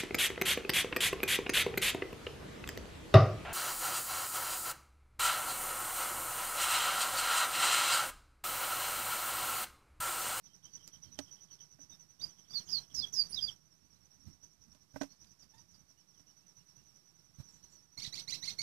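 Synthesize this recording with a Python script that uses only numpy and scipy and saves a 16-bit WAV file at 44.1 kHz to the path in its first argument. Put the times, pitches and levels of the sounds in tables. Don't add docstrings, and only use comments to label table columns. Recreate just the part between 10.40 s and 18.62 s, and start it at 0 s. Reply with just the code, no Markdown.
import sys
import numpy as np
from scipy import signal
from scipy.fft import rfft, irfft, next_fast_len
from scipy.io import wavfile
from scipy.ndimage import uniform_filter1d, minimum_filter1d, map_coordinates

SR = 44100
rng = np.random.default_rng(int(sys.argv[2]) if len(sys.argv) > 2 else 0)


def inscribe(sig):
    pcm = np.round(np.clip(np.atleast_2d(sig).T, -1, 1) * 32767)
    wavfile.write(sys.argv[1], SR, pcm.astype(np.int16))


def volts_from_db(level):
    exponent = np.asarray(level, float) / 20
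    return 10 ** exponent


N = 362502
T = np.arange(N) / SR


def unit(x):
    return x / np.sqrt(np.mean(x ** 2))


def wobble(rate, size=N):
    points = rng.standard_normal(int(size * rate / SR) + 4)
    return map_coordinates(points, [np.arange(size) * rate / SR])


def colour(spectrum, m):
    hz, db = np.transpose(spectrum)
    grid_hz = np.fft.rfftfreq(m, 1 / SR)
    return volts_from_db(np.interp(np.log(grid_hz + 1), np.log(hz), db, left=-120, right=-120))


def shape(x, spectrum):
    m = next_fast_len(N)
    return irfft(rfft(x, m) * colour(spectrum, m), m)[:N]


def noise(spectrum):
    return unit(shape(rng.standard_normal(next_fast_len(N)), spectrum))


def add(track, s, sound):
    part = track[round(s * SR):][:len(sound)]
    part += sound[:len(part)]


def whistle(hz, gain, tones, flutter_db, jitter_hz):
    moving_hz = hz + jitter_hz * wobble(490, size=len(hz))
    phase = 2 * np.pi * np.cumsum(moving_hz) / SR + 2 * np.pi * rng.random()
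    stack = sum(volts_from_db(db) * np.sin((k + 1) * phase) for k, db in enumerate(tones))
    return stack * gain * volts_from_db(flutter_db * wobble(252, size=len(hz)))


def calls(rows, tones, flutter_db, jitter_hz, edge):
    track = np.zeros(N)
    for s, length, hz0, hz1, hz2, db in rows:
        u = np.linspace(0, 1, round(length * SR))
        hz = hz0 * (1 - u) * (1 - 2 * u) + 4 * hz1 * u * (1 - u) + hz2 * u * (2 * u - 1)
        swell = np.sin(np.pi * u) ** edge
        add(track, s, whistle(hz, volts_from_db(db) * swell, tones, flutter_db, jitter_hz))
    return track


def glides(rows, tones, settle, attack, release, flutter_db, jitter_hz):
    track = np.zeros(N)
    for s, length, start_hz, end_hz, db in rows:
        u = np.linspace(0, 1, round(length * SR))
        hz = start_hz + (end_hz - start_hz) * np.expm1(-settle * u) / np.expm1(-settle)
        swell = np.clip(np.minimum(u / attack, (1 - u) / release), 0, 1)
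        add(track, s, whistle(hz, volts_from_db(db) * swell, tones, flutter_db, jitter_hz))
    return track


def bursts(rows, spectrum, edge):
    swells = np.zeros(N)
    for s, length, db in rows:
        u = np.clip((T - s) / length, 0, 1)
        swells += volts_from_db(db) * np.abs(np.sin(np.pi * u)) ** edge * (T < s + length)
    return noise(spectrum) * swells


def echoes(x, t60, delay):
    t = np.arange(SR // 4) / SR
    tail = rng.standard_normal(len(t)) * volts_from_db(-60 * t / t60)
    answer = np.pad(tail / np.linalg.norm(tail), (round(delay * SR), 0))
    return signal.fftconvolve(x, answer)[:N]


# pitch in Hz, relative level in dB per Hz.
AIR_COLOUR = [(25, -22), (100, -7.5), (165, 0), (250, -14.5), (340, -12), (500, -19.5), (1000, -18.5),
              (2000, -23), (3000, -25), (4600, -20.5), (7000, -26.5), (10000, -28.5), (14700, -29.5)]


def field():
    return volts_from_db(-56 + 0.48 * wobble(2.925)) * noise(AIR_COLOUR)


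# time in seconds, level in dB.
HANDLING_LEVEL = [(0, -64.5), (2, -65), (4.6, -56.5), (5.6, -63.5), (7.1, -63.5), (8.22, -71.5)]


def handling():
    level_db = np.interp(T, *np.transpose(HANDLING_LEVEL)) + 3.9 * wobble(5.4) + 3.7 * wobble(25)
    return volts_from_db(level_db) * noise([(30, -19), (60, 4), (170, -1), (350, -11)])


# pitch in Hz, relative level in dB per Hz.
HISS_COLOUR = [(20, -7), (60, -7), (250, -7), (500, -5), (5000, -6.5), (14700, -6.5)]


def hiss():
    return volts_from_db(-70.0) * noise(HISS_COLOUR)


# middle of the first chirp in seconds, chirps per second,
# chirp length in seconds, pitch in Hz at start, middle and end, basic level in dB.
CRICKET_SINGERS = [(.056, 10.292, .05, 5720, 5990, 5780, -45.5),
                   (.050, 10.08, 0.05, 5750, 5600, 5400, -50.5), (0.047, 7.2, .03, 5950, 6100, 6200, -57)]
# time in seconds, change of level in dB.
FIRST_CRICKET_SWELL = [(0, 2), (1, 5), (1.7, 2), (3.3, -4), (4, -1.5), (5.8, -1.5), (6.2, -1), (7.2, 0),
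                       (8.22, 2.5)]
# pitch in Hz, relative level in dB.
CHORUS_COLOUR = [(4300, -37), (4650, -17), (5100, -17), (5400, -2), (5700, -4.5), (6150, -7), (6300, -44)]


def crickets():
    track = volts_from_db(-61 + 2.6 * wobble(20)) * noise(CHORUS_COLOUR)
    for k, (first, rate, length, *pitch, db) in enumerate(CRICKET_SINGERS):
        starts = np.arange(first - length / 2, N / SR, 1 / rate)
        if k == 0:
            swell = np.interp(starts, *np.transpose(FIRST_CRICKET_SWELL))
        else:
            swell = 2 * wobble(0.49)[(starts * SR).astype(int)]
        levels = db + swell + rng.normal(0, 1.5, len(starts))
        rows = [(s, length, *pitch, level) for s, level in zip(starts, levels)]
        track += calls(rows, [0], flutter_db=2.8, jitter_hz=42, edge=0.97)
    return track + volts_from_db(-8.5) * echoes(track, 0.24, 0.0049)


# start of the held tone in seconds, its level in dB.
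TRILL_NOTES = [(.09, -56), (.245, -52.5), (.395, -53.5), (.532, -52), (0.656, -55), (.77, -55),
               (.875, -51.5), (.98, -53.5), (1.097, -53.5), (1.2, -52), (1.905, -56), (1.985, -56),
               (2.06, -55.5), (2.205, -55), (2.287, -51.5), (2.375, -53), (2.445, -55), (2.51, -51.5)]


def trill():
    first_held_s, shrink_per_s = .043, 1.1
    stroke_s, stroke_db = .011, -0.5
    held_hz, low_hz, high_hz = 3120, 2850, 3600
    rows = []
    for s, db in TRILL_NOTES:
        held_s = first_held_s * np.exp(-shrink_per_s * s)
        rows += [(s - stroke_s - .3 * held_s, stroke_s, low_hz, high_hz, db + stroke_db),
                 (s, held_s, held_hz, held_hz, db),
                 (s + held_s, stroke_s, high_hz, low_hz, db + stroke_db)]
    return rows


# start in seconds, level of the up half in dB.
SEESAW_CALLS = [(4.69, -65), (4.83, -59.5), (4.985, -57), (5.14, -57.5), (5.305, -57)]


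def seesaw():
    rows = []
    for s, db in SEESAW_CALLS:
        rows += [(s, .021, 6200, 7000, db), (s + .033, .022, 5300, 4500, db + 8)]
    return rows


# start in seconds, length in seconds, start and end pitch in Hz, level in dB.
FAR_WHISTLES = [(.055, .035, 2900, 4500, -61.5), (.29, .08, 4750, 4330, -60),
                (.575, .215, 5800, 3330, -62.5), (1.11, .04, 4700, 4050, -57),
                (1.505, .055, 3714, 3705, -52.5), (3.55, 0.035, 3900, 4320, -58.5),
                (4.11, .04, 7290, 6940, -67), (4.68, 0.065, 4110, 4460, -55.5),
                (5.565, 0.047, 2750, 3100, -61), (5.72, 0.077, 3950, 2730, -65),
                (5.87, 0.048, 2700, 3080, -62.5), (6.02, .045, 2600, 2850, -64),
                (6.18, .055, 2700, 2980, -63), (6.36, 0.068, 2700, 2870, -66),
                (6.96, 0.072, 3970, 4000, -69), (7.12, .33, 3900, 4550, -64)]
# start in seconds, length in seconds, start and end pitch in Hz, level in dB.
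NASAL_CALL = [(5.135, .019, 885, 900, -54.5), (5.163, 0.043, 917, 945, -58.5)]


def far_birds():
    birds = glides(FAR_WHISTLES + seesaw() + trill(), [0], settle=.7, attack=.3, release=0.32,
                   flutter_db=2.5, jitter_hz=25)
    birds += glides(NASAL_CALL, [3, -4, -14, -4.5], settle=1.5, attack=.2, release=.2,
                    flutter_db=0.0, jitter_hz=5)
    return birds + volts_from_db(-7.5) * echoes(birds, 0.19, 0.0088)


# time in seconds, level in dB.
BEAK_PECKS = [(.472, -54), (.477, -36.5)]
# pitch in Hz, relative level in dB, time to die by 60 dB in seconds.
WIRE_RINGS = [(5020, -5, 0.013), (7200, 0.5, .012), (11400, -6.5, 0.0094)]


def pecks():
    track, t = np.zeros(N), np.arange(SR // 30) / SR
    for s, db in BEAK_PECKS:
        ring = sum(volts_from_db(db + own_db - 60 * t / t60) * np.sin(2 * np.pi * hz * t)
                   for hz, own_db, t60 in WIRE_RINGS)
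        add(track, s, ring)
    return track + volts_from_db(-11) * echoes(track, .05, .002)


# time in seconds, then the strength of wood, tick and thump in dB.
TAPS_AND_BRIGHT_TICK = [(.789, -36.5, -29.5, -60), (1.389, -52.5, -72, -77), (4.031, -66, -52, -66),
                        (4.348, -54.5, -47, -75.5), (4.541, -52.5, -72, -38.5), (4.56, -39.5, -61, -43),
                        (4.612, -32.5, -42, -61), (4.618, -40, -40, -61), (4.632, -44.5, -43, -51),
                        (4.844, -70, -45, -73), (5.505, -60, -60, -62), (5.796, -58, -50, -62),
                        (6.985, -68, -76, -36), (6.999, -62.5, -76, -31.5), (7.675, -72, -70, -41)]
# pitch in Hz, usual relative level in dB, time to die by 60 dB in seconds.
CAGE_RINGS = [(278.3, 2.5, 0.17), (602, 2, 0.057), (1030, -8.5, 0.043), (1545, 0, 0.036), (1900, -5, 0.027),
              (2400, -12, 0.0057)]


def taps_and_bright_tick():
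    track, t = np.zeros(N), np.arange(SR // 6) / SR
    crack = noise([(300, -18), (1500, -8.5), (4000, 3.5), (7000, 1.5), (10000, -10.5), (14700, -19)])
    clatter = noise([(200, -4), (700, 2.5), (1600, -10.5), (3000, -13.5)])
    onset = 1 - np.exp(-t / 0.00086)
    thump = -np.sin(2 * np.pi * 120 * t) * (t / 0.0028) * np.exp(1 - t / 0.0032)
    for s, wood_db, tick_db, thump_db in TAPS_AND_BRIGHT_TICK:
        wood = sum(volts_from_db(db + rng.normal(0, 3.1) - 60 * t / t60) * np.sin(2 * np.pi * hz * t)
                   for hz, db, t60 in CAGE_RINGS)
        wood += volts_from_db(-1.0 - 60 * t / 0.052) * clatter[round(s * SR):][:len(t)]
        tick = crack[round(s * SR):][:len(t)] * (volts_from_db(-60 * t / 0.022) + volts_from_db(-18 - 60 * t / 0.054))
        sharp = (volts_from_db(wood_db) * wood + volts_from_db(tick_db) * tick) * onset
        add(track, s, sharp + volts_from_db(thump_db) * thump)
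    return track


# start in seconds, length in seconds, start and end pitch in Hz, level in dB.
SONG_SLIDES = [(2.298, 0.1, 6210, 4100, -24.5), (2.54, 0.068, 6300, 4910, -21.5),
               (2.724, 0.11, 6470, 4540, -21.5), (3.019, .035, 5055, 4780, -25.5)]
# seconds, seconds, Hz, Hz, dB.
SONG_DROPS = [(2.132, .064, 4850, 4106, -25), (2.24, 0.061, 6830, 6000, -41.5),
              (2.282, 0.025, 5100, 4800, -34.5), (2.62, 0.033, 3570, 3216, -25),
              (2.912, 0.015, 9750, 9100, -33), (2.957, .045, 4090, 3110, -24),
              (3.055, 0.024, 4950, 4460, -35.5), (3.074, 0.0277, 3650, 2955, -27)]
# seconds, seconds, Hz, Hz, dB.
SONG_FLICKS = [(1.792, 0.031, 2700, 3870, -42), (1.808, 0.047, 4230, 4900, -34),
               (2.092, 0.034, 4300, 4800, -43.5), (2.128, 0.021, 3340, 3600, -41.5),
               (2.604, 0.026, 3680, 4410, -30), (2.885, 0.035, 8850, 9760, -34),
               (2.922, 0.02, 4160, 5100, -32.5), (2.941, .013, 3970, 5220, -26),
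               (3.008, 0.013, 4260, 5230, -31)]
SONG_HARMONICS = [0, -28.5, -40]
# pitch in Hz, gain in dB.
THROAT_AND_BEAK = [(2800, -9.5), (3500, -5), (4200, -6), (4850, 0), (5400, -16), (5900, -8.5), (6800, -6),
                   (7800, -19), (9500, -13.5), (12500, -1), (14700, -4)]


def finch_song():
    song = glides(SONG_SLIDES, SONG_HARMONICS, settle=2.3, attack=.18, release=0.11,
                  flutter_db=1.2, jitter_hz=35)
    song += glides(SONG_DROPS, SONG_HARMONICS, settle=-0.33, attack=0.56, release=0.097,
                   flutter_db=1.6, jitter_hz=29.8)
    song += glides(SONG_FLICKS, SONG_HARMONICS, settle=3.0, attack=0.44, release=.15,
                   flutter_db=2.5, jitter_hz=29.8)
    breath = song * noise([(20, 4.0), (1200, 2.5), (2600, -21), (9000, -26)])
    open_beak = signal.butter(4, 5800, "high", fs=SR, output="sos")
    song += volts_from_db(-9.5) * signal.sosfilt(open_beak, breath)
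    song = shape(song, THROAT_AND_BEAK)
    return song + volts_from_db(-11) * echoes(song, .16, 0.0024)


# start in seconds, length in seconds, level in dB.
RUSTLE_SWISHES = [(7.06, 0.16, -61.5), (7.29, 0.081, -58.5)]


def rustle():
    return bursts(RUSTLE_SWISHES, [(6000, -13), (6600, 5), (7800, 3), (8600, -21)], edge=0.95)


# start in seconds, length in seconds, start and end pitch in Hz, level in dB.
SCOLD_CALLS = [(7.573, .026, 1993, 2420, -42), (7.619, .016, 2140, 2400, -40),
               (7.645, 0.016, 2085, 1880, -38), (7.724, 0.032, 1887, 2490, -40),
               (7.776, 0.017, 1992, 2336, -37), (7.875, .03, 1970, 2495, -37.5),
               (7.922, .021, 1954, 2246, -35), (8.024, 0.032, 1865, 2450, -37),
               (8.074, 0.021, 1975, 2250, -35), (8.184, .034, 2067, 2253, -34)]
SCOLD_HARMONICS = [-11, 2, -10, -22.5, -27, -34]


def finch_scold():
    breaks, rasps = [], []
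    for s, length, _, end_hz, db in SCOLD_CALLS:
        close_s = s + length - .004
        breaks.append((close_s, .013, end_hz, end_hz * 1.35, db - 5))
        rasps.append((close_s, .026, db - 5.5))
    scold = glides(SCOLD_CALLS + breaks, SCOLD_HARMONICS, settle=-.3, attack=0.21, release=0.26,
                   flutter_db=2.5, jitter_hz=49.6)
    throat = [(1700, -24), (2200, -19), (3800, 0.5), (5200, -2), (7000, -15), (10000, -23.5), (14000, -29)]
    scold += volts_from_db(2.8 * wobble(300)) * bursts(rasps, throat, edge=0.43)
    return scold + volts_from_db(-8) * echoes(scold, 0.22, .003)


def scene():
    right = field() + handling() + crickets() + far_birds() + pecks() + taps_and_bright_tick()
    right += finch_song() + rustle() + finch_scold()
    return np.array([hiss(), right])


def suppressor(x, slope, depth_db, whiten, hold, release):
    hz, t, z = signal.stft(x, SR, nperseg=1024, noverlap=896)
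    power = uniform_filter1d(np.abs(z) ** 2, size=16, axis=0)[(hz > 250) & (hz < 14800)]
    background = np.percentile(uniform_filter1d(power, size=30, axis=1), 20, axis=1)[:, None]
    weight = background ** -whiten
    over_db = 10 * np.log10(np.sum(power * weight, axis=0) / np.sum(background * weight))
    cut_db = np.clip(depth_db - slope * over_db, 0, depth_db)
    span = round(hold * SR)
    held = minimum_filter1d(np.interp(T, t, cut_db), span, origin=(span - 1) // 2)
    lag = np.exp(-1 / (release * SR))
    closing = signal.lfilter([1 - lag], [1, -lag], held - depth_db) + depth_db
    cut = np.minimum(held, closing)
    return volts_from_db(-uniform_filter1d(cut, 400))


def roll_off(x):
    return signal.sosfilt(signal.butter(12, 15770, fs=SR, output="sos"), x)


RESTING_LEVEL = [
    [-.0003],
    [-.0004],
]


def record(dry):
    gain = suppressor(dry[1], slope=1.236, depth_db=14.5, whiten=0.6, hold=0.0081, release=0.017)
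    mix = (dry + RESTING_LEVEL) * gain
    return roll_off(mix)


dry = scene()
out = record(dry)
inscribe(out)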